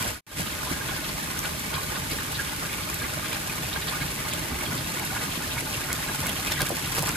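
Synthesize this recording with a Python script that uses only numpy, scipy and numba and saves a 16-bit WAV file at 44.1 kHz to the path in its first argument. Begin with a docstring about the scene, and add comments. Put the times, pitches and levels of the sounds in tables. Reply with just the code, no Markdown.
"""Steady splashing and bubbling: a thin jet falls from a stone spout into a garden pond by a brick wall.
The jet breaks into lumps that thump pockets of air under the surface, shed bursts of ringing bubbles
and throw fine spray. Near drops smack the water, and other spouts wash further off.
The sound fades out and in once near the start, and the microphone ends close above the splash."""
import sys
import numpy as np
from scipy import signal
from scipy.fft import rfft, irfft
from scipy.io import wavfile
from scipy.ndimage import uniform_filter1d
from numba import njit

SR = 44100
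rng = np.random.default_rng(int(sys.argv[2]) if len(sys.argv) > 2 else 0)


def materialize(psi):
    """Save the field psi as 16-bit PCM at rate SR to the path in sys.argv[1].

    A 1-D psi becomes a single channel; in a 2-D psi each row is a channel.
    """
    bounded = np.clip(np.atleast_2d(psi).T, -1, 1)
    quanta = np.round(bounded * 32767).astype(np.int16)
    wavfile.write(sys.argv[1], SR, quanta)


N = 315756
TIME = np.arange(N) / SR
FREQS = np.fft.rfftfreq(N, 1 / SR)


def lumps():
    """Heavy lumps in the jet swell and die away, lifting the plunge, bubbling and spray (in dB)."""
    # Each row: time in seconds, then the lift in dB of the plunge, the bubbling and the spray.
    landings = [(.06, 1.5, 1.5, -1), (.395, 4, 0.5, 6), (0.714, 9.5, 4.5, 5), (.815, 0, 0, -2),
                (.895, 4.5, 0, 0), (1.452, 0, 1.5, 3), (1.745, 3, 5.5, 0.5), (1.905, 2, 2.5, 2.5),
                (1.963, 2.5, 5, -0.5), (2.116, 6, 3, 6.5), (2.399, 2, -1, 3), (3.03, 8, 4.5, -4),
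                (3.33, -0.5, 4.5, 1.5), (3.758, 2, 3, -4), (3.885, 1, 2, 3), (3.945, -3, 3.5, 2),
                (4.013, 7, 0, -2), (4.515, 7, 1.5, -6), (4.615, 2.5, 2.5, 0), (4.68, 5, 1.5, -2),
                (4.73, 5.5, 4.5, 1), (4.87, 1.5, -1, -0.5), (5.0, 1, 3, -3), (5.167, 1.5, 1.5, 1),
                (5.58, 2.5, -1, 1.5), (5.635, 2.5, -3, -3), (5.745, 1, -1.5, 1), (6.03, -3, 0.5, 3),
                (6.092, 1, 1.5, -2), (6.2, 1, 0, 4), (6.26, 2, 3, 2.5), (6.475, 3.5, 3.5, 5),
                (6.52, 0, 4.5, 4.5), (6.618, 10.5, 8.5, 0), (6.984, 5, 6, 6), (7.087, 6, 4, 6)]
    rows = np.array(landings)
    peak_s, lifts_db = rows[:, :1], rows[:, 1:]
    age = TIME - peak_s
    # Heard from close by, after 6.4 s, a lump stops short as the surface slaps shut.
    rise_s, fall_s = 0.025, np.where(peak_s > 6.4, 0.008, 0.028)
    return lifts_db.T @ np.exp(-(age / np.where(age < 0, rise_s, fall_s)) ** 2)


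def plunge(level_db, surge):
    """The jet drives large, quickly damped air pockets under the surface."""
    # Each row: frequency in Hz, gain in dB.
    tone = [(20, -33), (35, -8.5), (50, -2.5), (85, -0.5), (110, -2.5), (150, 2), (200, -5), (290, -5.5),
            (450, -15), (800, -29)]
    pockets = colour(swarm(28.56, 807, cycles=1.7, spread_db=0.77, count=6000), curve(tone))
    return widen(unit_rms(pockets)) * gain_of(level_db + 0.57 + 0.16 * surge)


def bubbling(level_db, surge):
    """Short-lived bubbles burst all over the churned surface."""
    # Each row: frequency in Hz, gain in dB.
    tone = [(250, -17), (450, 0), (750, 4), (1100, 2.5), (1600, 1), (2100, -2.5), (2800, -12), (4200, -30),
            (5500, -22), (8000, -11)]
    swarms = [swarm(314.7, 5510, cycles=4.2, spread_db=4.0, count=6000) for _ in range(3)]
    at_jet, left, right = (unit_rms(colour(foam, curve(tone))) for foam in swarms)
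    pond = gain_of(-3.5) * widen(at_jet) + np.array([left, right])
    return unit_rms(pond) * gain_of(level_db - 1.13 + 1.55 * surge + 0.25 * churn(5, 36))


def gurgle(level_db, surge):
    """The jet drives bubbles deep, and some ring longer."""
    # Each row: frequency in Hz, gain in dB.
    tone = [(400, -16), (600, -9), (700, -12), (900, -2.5), (1250, 1), (1550, 2.5), (2200, 4), (3000, -0.5),
            (3800, -1), (4500, 0.5), (5500, -10.5)]
    quick = unit_rms(swarm(509, 5440, cycles=2.0, spread_db=0.5, count=7000))
    ringing = unit_rms(swarm(925, 4237, cycles=17.6, spread_db=0.5, count=600))
    deep = unit_rms(colour(quick + gain_of(-2) * ringing, curve(tone)))
    deep *= gain_of(level_db - 5.2 + .5 * surge + 1.1 * churn(15, 45))
    return deep + garden(deep, tail_db=-14, scatter_db=-16)


def spray(level_db, surge):
    """Thousands of tiny droplets tick on the water each second, most of them near the jet."""
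    # Each row: frequency in Hz, gain in dB.
    tone = [(800, 0), (2500, 9.5), (4000, 4), (5500, 7), (6800, 3.5), (8000, 5.5), (10500, 6.5),
            (14300, 2.5), (15000, -17), (16000, -34)]
    ticks_per_s, left_lag = 4400, 12  # a steady lag in samples widens the spray
    chance, size = rng.random((2, 3, N))
    ticks = (chance < ticks_per_s / SR) * rng.choice([-1, 1], (3, N))
    sizes = gain_of(4.0 * np.minimum(-np.log(size), 5))
    at_jet, left, right = colour(ticks * sizes, curve(tone))
    mist = np.array([np.roll(at_jet, left_lag), at_jet]) + gain_of(-4) * np.array([left, right])
    flutter_db = 1.1 * surge + 1.05 * churn(12, 90)
    return unit_rms(mist) * gain_of(level_db + 3.0 + flutter_db)


def plips():
    """A lump of water traps one large bubble amid a short flurry of smaller, higher ones."""
    # Each row: start in seconds, relative level in dB, pitch in Hz.
    loud_bubbles = [(.008, -20, 1450), (.668, -21, 1005), (.70, -23, 1240), (.76, -20, 1660),
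                    (.81, -20, 1600), (.885, -17, 1480), (.893, -20, 1640), (.909, -19, 1480),
                    (.935, -21, 1620), (.988, -20, 1450), (1.092, -27, 1050), (1.234, -23, 1690),
                    (1.302, -23, 1480), (1.363, -19.5, 1500), (1.45, -18.5, 1460), (1.717, -28, 1520),
                    (1.739, -15, 3170), (1.778, -16, 1080), (1.961, -26, 1490), (1.966, -22, 1240),
                    (2.111, -18, 2210), (2.186, -18, 1790), (2.351, -11, 3910), (2.396, -12.5, 1640),
                    (2.403, -19, 1480), (2.652, -20, 1620), (2.734, -16, 2420), (2.802, -23, 1214),
                    (3.02, -19, 1660), (3.234, -24, 1230), (3.243, -20, 1580), (3.329, -15.5, 2420),
                    (3.495, -17, 2460), (3.551, -21, 1216), (3.729, -12, 3750), (3.754, -20, 2210),
                    (3.759, -16, 1605), (3.818, -12.5, 3830), (3.935, -16, 1270), (3.948, -23, 2660),
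                    (3.952, -20, 1440), (4.009, -20, 1590), (4.014, -15, 2180), (4.25, -23, 2210),
                    (4.256, -24, 874), (4.259, -22, 1234), (4.607, -19, 2200), (4.63, -20, 850),
                    (4.631, -31, 1660), (4.662, -10.5, 3280), (4.718, -19, 1450), (4.863, -19, 2630),
                    (4.997, -18.5, 2230), (5.02, -20, 830), (5.102, -28, 1450), (5.122, -19.5, 790),
                    (5.16, -16, 1420), (5.169, -16.5, 1650), (5.214, -18, 2030), (5.44, -20.5, 1750),
                    (5.566, -21, 930), (5.578, -12.5, 2200), (5.737, -15, 2760), (5.812, -19, 1630),
                    (5.911, -19, 1400), (5.916, -17, 2200), (5.965, -19, 1660), (6.026, -16, 1970),
                    (6.088, -15, 1640), (6.244, -21, 1040), (6.258, -20, 1440), (6.264, -16, 2120),
                    (6.305, -24, 804), (6.363, -11, 3130), (6.475, -13, 2520), (6.515, -11, 3600),
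                    (6.577, -14, 1940), (6.604, -13, 1590), (6.969, -23, 1570), (7.025, -19, 933),
                    (7.075, -20, 1570), (7.088, -16.5, 1340), (7.09, -15, 2840)]
    start, db, hz = np.vstack([loud_bubbles, stray_plips()]).T
    large = ring(start, hz, gain_of(db - .3), cycles=6.5 + hz / 1000, rise=.003)
    delay, pitch, size = rng.standard_normal((len(start), 3, 12)).transpose(1, 0, 2)
    starts = np.clip(start[:, None] + 0.001998 + .011 * delay, 0, None).ravel()
    pitches = fold_pitch(hz[:, None] * np.exp(0.098 + .28 * pitch)).ravel()
    sizes = gain_of(db[:, None] - 6.5 + 1.8 * size).ravel()
    flurry = ring(starts, pitches, sizes, cycles=np.full(starts.size, 2.5), rise=0.0064)
    plip = large + flurry
    return colour(plip, 0.9 * ringing_db() - 11.5) + garden(plip, tail_db=-17, scatter_db=-17)


def stray_plips():
    """Lesser bubbles come at random, the higher ones a little louder: rows of start, level and pitch."""
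    per_s, low_hz, high_hz = 13, 1156, 3700
    base_db, spread_db, db_per_octave = -27.5, 7, 1
    when, pitch, size = rng.random((200, 3)).T
    start = (np.arange(len(when)) + when) / per_s
    octaves = pitch * np.log2(high_hz / low_hz)
    db = base_db + db_per_octave * octaves + spread_db * (2 * size - 1)
    return np.transpose([start, db, low_hz * 2 ** octaves])


def drops():
    """Each near drop smacks the surface with a sharp crack and a lower slap, both a short burst of fizz."""
    # Each row: start in seconds, relative level of the crack and of the slap in dB.
    smacks = [(1.39, -20, -38), (1.595, -28, -33), (1.831, -24, -35), (2.116, -29, -30), (2.899, -22, -34),
              (2.943, -24, -35), (3.021, -25, -34), (3.3295, -28, -20), (4.335, -23, -30),
              (4.995, -23, -29), (5.0499, -23, -31), (5.9283, -14.5, -34), (6.2673, -21, -34),
              (6.293, -25, -23), (6.52, -26, -14.5), (6.607, -25, -20), (6.6168, -17.5, -12),
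              (6.687, -27, -32), (6.6925, -23.5, -36), (6.981, -24, -17), (6.9912, -22, -13),
              (7.0237, -19.5, -32), (7.0315, -28, -34), (7.0897, -29, -13)]
    t, hits = TIME[:400], np.zeros((2, N))
    for start, crack_db, slap_db in smacks:
        fizz = .4 * rng.choice([-1, 1], (2, len(t))) * np.exp(-t / .0012)
        first = round((start + .001) * SR)
        hits[:, first:first + len(t)] += gain_of([[crack_db + 8.0], [slap_db + 6.0]]) * fizz
    # Each pair: frequency in Hz, gain in dB.
    crack_tone = [(500, -31), (3000, -11), (5500, 3.5), (10000, 6.5), (13000, 5.5), (14500, 4.0),
                  (16000, -20)]
    slap_tone = [(300, -7), (1200, 1), (3500, -10.0), (5500, 7.5), (12000, -13)]
    smack = colour(hits[0], curve(crack_tone)) + colour(hits[1], curve(slap_tone))
    return widen(smack) + garden(smack, tail_db=-16, scatter_db=-12)


def spatters():
    """A lump shatters into a quick cluster of tiny, bright bubbles."""
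    # Each row: time in seconds, relative level of each bubble in dB, middle pitch in Hz.
    clusters = [(.466, -34, 3330), (.658, -33.5, 3700), (.888, -32.5, 3020), (.958, -32, 4200),
                (1.044, -35, 3480), (1.086, -33, 4400), (1.451, -34, 3420), (1.745, -31, 3900),
                (1.953, -35, 4000), (2.116, -28.5, 4500), (2.351, -32, 4130), (2.493, -35, 3700),
                (2.829, -33, 4240), (3.259, -33, 3600), (3.321, -33, 3320), (3.34, -33, 3960),
                (3.733, -31, 3900), (3.885, -29.5, 4130), (4.018, -32.5, 4140), (4.083, -35, 3940),
                (4.316, -35, 4100), (4.336, -33, 3700), (4.783, -32, 4060), (5.317, -31, 3160),
                (5.355, -31.5, 3700), (5.517, -30, 3200), (5.743, -31, 3500), (6.294, -30.5, 2970),
                (6.481, -38, 3500), (6.521, -30, 3860), (6.561, -36, 2880), (6.613, -29, 3380),
                (6.846, -34, 2950), (6.977, -31, 4180), (6.989, -36, 3600)]
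    count, spread_s, spread_octaves = 24, .005, .25
    when, db, hz = np.transpose(clusters)[:, :, None]
    delay, pitch = rng.standard_normal((len(when), 2, count)).transpose(1, 0, 2)
    starts = (when + spread_s * delay).ravel()
    pitches = fold_pitch(hz * 2 ** (spread_octaves * pitch)).ravel()
    sizes = np.repeat(gain_of(db + 2.8), count)
    burst = ring(starts, pitches, sizes, cycles=np.full(starts.size, 2.5), rise=0.015)
    return gain_of(-1) * widen(burst) + garden(burst, tail_db=-4.5, scatter_db=-5)


def gulps():
    """A big air pocket collapses with a low plop, and the surface slaps shut over it."""
    # Each row: start in seconds, relative level in dB, pitch of the plop in Hz.
    pockets = [(.05, -19, 700), (.394, -21, 130), (4.008, -26, 148), (4.719, -37, 151), (5.625, -23.5, 295),
               (5.745, -24, 260), (6.244, -23, 158), (6.293, -21, 229), (6.621, -15.5, 127),
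               (6.7035, -11.5, 660), (6.718, -18, 317), (6.981, -15.5, 920), (7.002, -21, 139),
               (7.029, -15, 630), (7.086, -24, 800)]
    start, db, hz = np.transpose(pockets)
    each, slap_hz = np.ones(len(start)), 480
    plop = ring(start, hz, gain_of(db - 5.0), cycles=1.56 * each, rise=0.025)
    slap = ring(start + 0.00073, slap_hz * each, gain_of(db - 3.5), cycles=0.92 * each, rise=0.037)
    return widen(plop + slap) + garden(plop + slap, tail_db=-8, scatter_db=-24)


def wash():
    """The far spouts blur into an even rush from all sides."""
    # Each row: frequency in Hz, gain in dB.
    tone = [(30, -19), (100, 4.5), (155, 0), (220, 2), (450, 3), (850, -3), (2000, -0.5), (3500, -2),
            (6000, -5), (14000, -5.5), (15500, -35)]
    return gain_of(-35.5) * unit_rms(colour(rng.standard_normal((2, N)), curve(tone)))


def ringing_db():
    """Fixed ringing pitches, as a curve in dB over frequency."""
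    # Each row: centre in Hz, width in Hz, relative lift in dB.
    peaks = [(624, 60, 8.5), (770, 60, 3), (875, 80, 6.5), (1055, 85, 7.5), (1212, 110, 6.8),
             (1465, 85, 9.5), (1625, 105, 9), (1785, 70, 6), (1900, 100, 2), (2050, 90, 5),
             (2220, 100, 8.3), (2420, 130, 5), (2630, 130, 3), (3180, 110, 3)]
    return sum(db * np.exp2(-(2 * (FREQS - hz) / width) ** 2) for hz, width, db in peaks)


def centre_ringing(x):
    """Fixed ringing pitches colour the centre of the stereo sound, with thinner bands between them."""
    lift_db, centre = ringing_db(), x.mean(0)
    ripple_db = lift_db - uniform_filter1d(lift_db, size=2800)
    return x - centre + colour(centre, 0.91 * ripple_db)


def hollow(x):
    """A narrow band of the water's sound thins out and fills again."""
    # Each row: time in seconds, gain at the middle of the band in dB.
    dip = [(.3, -4), (1.6, -0.5), (2.35, -9.5), (3.2, -4.5), (5.6, -2.5), (6.6, -7)]
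    centre_hz, width_hz = 661, 115
    band = irfft(rfft(x) / (1 + (2 * (FREQS - centre_hz) / width_hz) ** 2), N)
    return x - band * (1 - gain_of(envelope(dip)))


def garden(x, tail_db, scatter_db):
    """Echoes only: quick scatter from water and stone, and a short tail from the walls."""
    # Each row: frequency in Hz, seconds the tail takes to fall by 60 dB.
    decay_times = [(100, 0.042), (1000, 0.098), (4000, 0.063), (14000, 0.0039)]
    t = TIME[:SR // 3]
    hz, age, noise = signal.stft(rng.standard_normal((2, len(t))), SR, nperseg=256)
    decay = gain_of(-60 * age / curve(decay_times, hz)[:, None])
    tail = signal.istft(noise * decay, SR, nperseg=256)[1][:, :len(t)]
    tail *= np.minimum(t / 0.007, 1)
    scatter = rng.standard_normal((2, len(t))) * np.exp(-t / 0.012) * (t > .0005)
    echoes = gain_of(tail_db) * unit_rms(tail) + gain_of(scatter_db) * unit_rms(scatter)
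    return signal.oaconvolve(x[None], echoes / np.sqrt(len(t)), axes=1)[:, :N]


def widen(x):
    """A tiny delay between left and right widens the sound, flips early and vanishes near the end."""
    # Each row: time in seconds, samples by which the left channel trails the right.
    channel_lag = [(.2, -13), (.26, 13), (5.3, 11), (6.0, 0)]
    lag = np.round(envelope(channel_lag)).astype(int)
    return np.array([x[(np.arange(N) - lag) % N], x])


@njit
def ring(starts, pitches, sizes, cycles, rise):
    """Each bubble is a sine that swells quickly, dies over a few cycles and rises in pitch."""
    out = np.zeros(N)
    for k in range(len(starts)):
        first = int(starts[k] * SR)
        for i in range(min(int(5 * cycles[k] * SR / pitches[k]), N - first)):
            turns = i * pitches[k] / SR
            age = turns / cycles[k]
            amplitude = sizes[k] * min(2 * age, 1.) * np.exp(-age)
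            out[first + i] += amplitude * np.sin(2 * np.pi * turns * (1 + rise * age))
    return out


def swarm(low_hz, high_hz, cycles, spread_db, count):
    """Bubbles of random time, pitch and size, with equal power per Hz."""
    when, pitch, size, life = rng.random((count, 4)).T
    hz = low_hz * (high_hz / low_hz) ** pitch
    sizes = hz * gain_of(spread_db * np.minimum(-np.log(size), 4))
    return ring(when * N / SR, hz, sizes, cycles * (.5 + life), rise=0.016)


def fold_pitch(hz, top_hz=4840):
    """Pitches above that of the smallest clear bubble fold back below it."""
    return np.minimum(hz, top_hz ** 2 / hz)


def churn(slow_hz, fast_hz):
    """Random unsteadiness between two rates, rms 1."""
    band = FREQS / (FREQS + slow_hz) / np.sqrt(1 + (FREQS / fast_hz) ** 4)
    return unit_rms(irfft(rfft(rng.standard_normal(N)) * band, N))


def colour(x, db):
    """Filters by a gain in dB for every frequency."""
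    return irfft(rfft(x) * gain_of(db), N)


def curve(points, hz=FREQS):
    """Joins (Hz, value) points on a log frequency axis."""
    point_hz, value = np.transpose(points)
    return np.interp(np.log(hz + 1), np.log(point_hz + 1), value)


def envelope(points):
    """Joins (seconds, value) points with straight lines."""
    return np.interp(TIME, *np.transpose(points))


def gain_of(db):
    return 10 ** (np.asarray(db) / 20)


def unit_rms(x):
    return x / np.sqrt(np.mean(x ** 2) + 1e-20)


def scene():
    """The jet breaks into lumps, whose surges drive plunge, bubbles and spray together."""
    # The water sounds louder in the opening moment, then from 0.4 s the microphone slowly nears it. Each row:
    # time in seconds, lift of the bubbling in dB.
    nearness = [(0.0, 4.5), (.15, 1), (.4, 0), (2.6, 0.13), (5.6, 1), (6.4, 1.4), (7.16, 2)]
    near_db = envelope(nearness)
    deep_db, foam_db, fine_db = lumps()
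    surge = churn(4, 18)
    pocket_delay_s = 0.012  # the air pockets sound just after a lump lands
    plunge_db = -38.5 + 0.87 * near_db + np.interp(TIME - pocket_delay_s, TIME, deep_db)
    bubbling_db = -38.5 + near_db + foam_db
    spray_db = -41.5 + 2.13 * near_db + fine_db + 1.3 * churn(5, 21)
    jet = plunge(plunge_db, surge) + bubbling(bubbling_db, surge)
    jet += gurgle(bubbling_db, surge) + spray(spray_db, surge)
    water = hollow(centre_ringing(jet + wash()))
    balance = gain_of([[-.3], [.3]])
    return (water + drops() + plips() + spatters() + gulps()) * balance


def record(dry):
    """The sound fades out, rests and fades back in; a steep low-pass trims the highest treble."""
    fade_out_s, fade_in_s, cutoff_hz = (.1, .21), (.266, .385), 16200
    closing = np.interp(TIME, fade_out_s, [1, gain_of(-60)])
    opening = gain_of(np.interp(TIME, fade_in_s, [-17.5, 0]))
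    faded = dry * np.where(TIME < fade_in_s[0], closing, opening)
    lowpass = signal.firwin(511, cutoff_hz, window=("kaiser", 9), fs=SR)
    return signal.oaconvolve(faded, lowpass[None], "same")


dry = scene()
out = record(dry)
materialize(out)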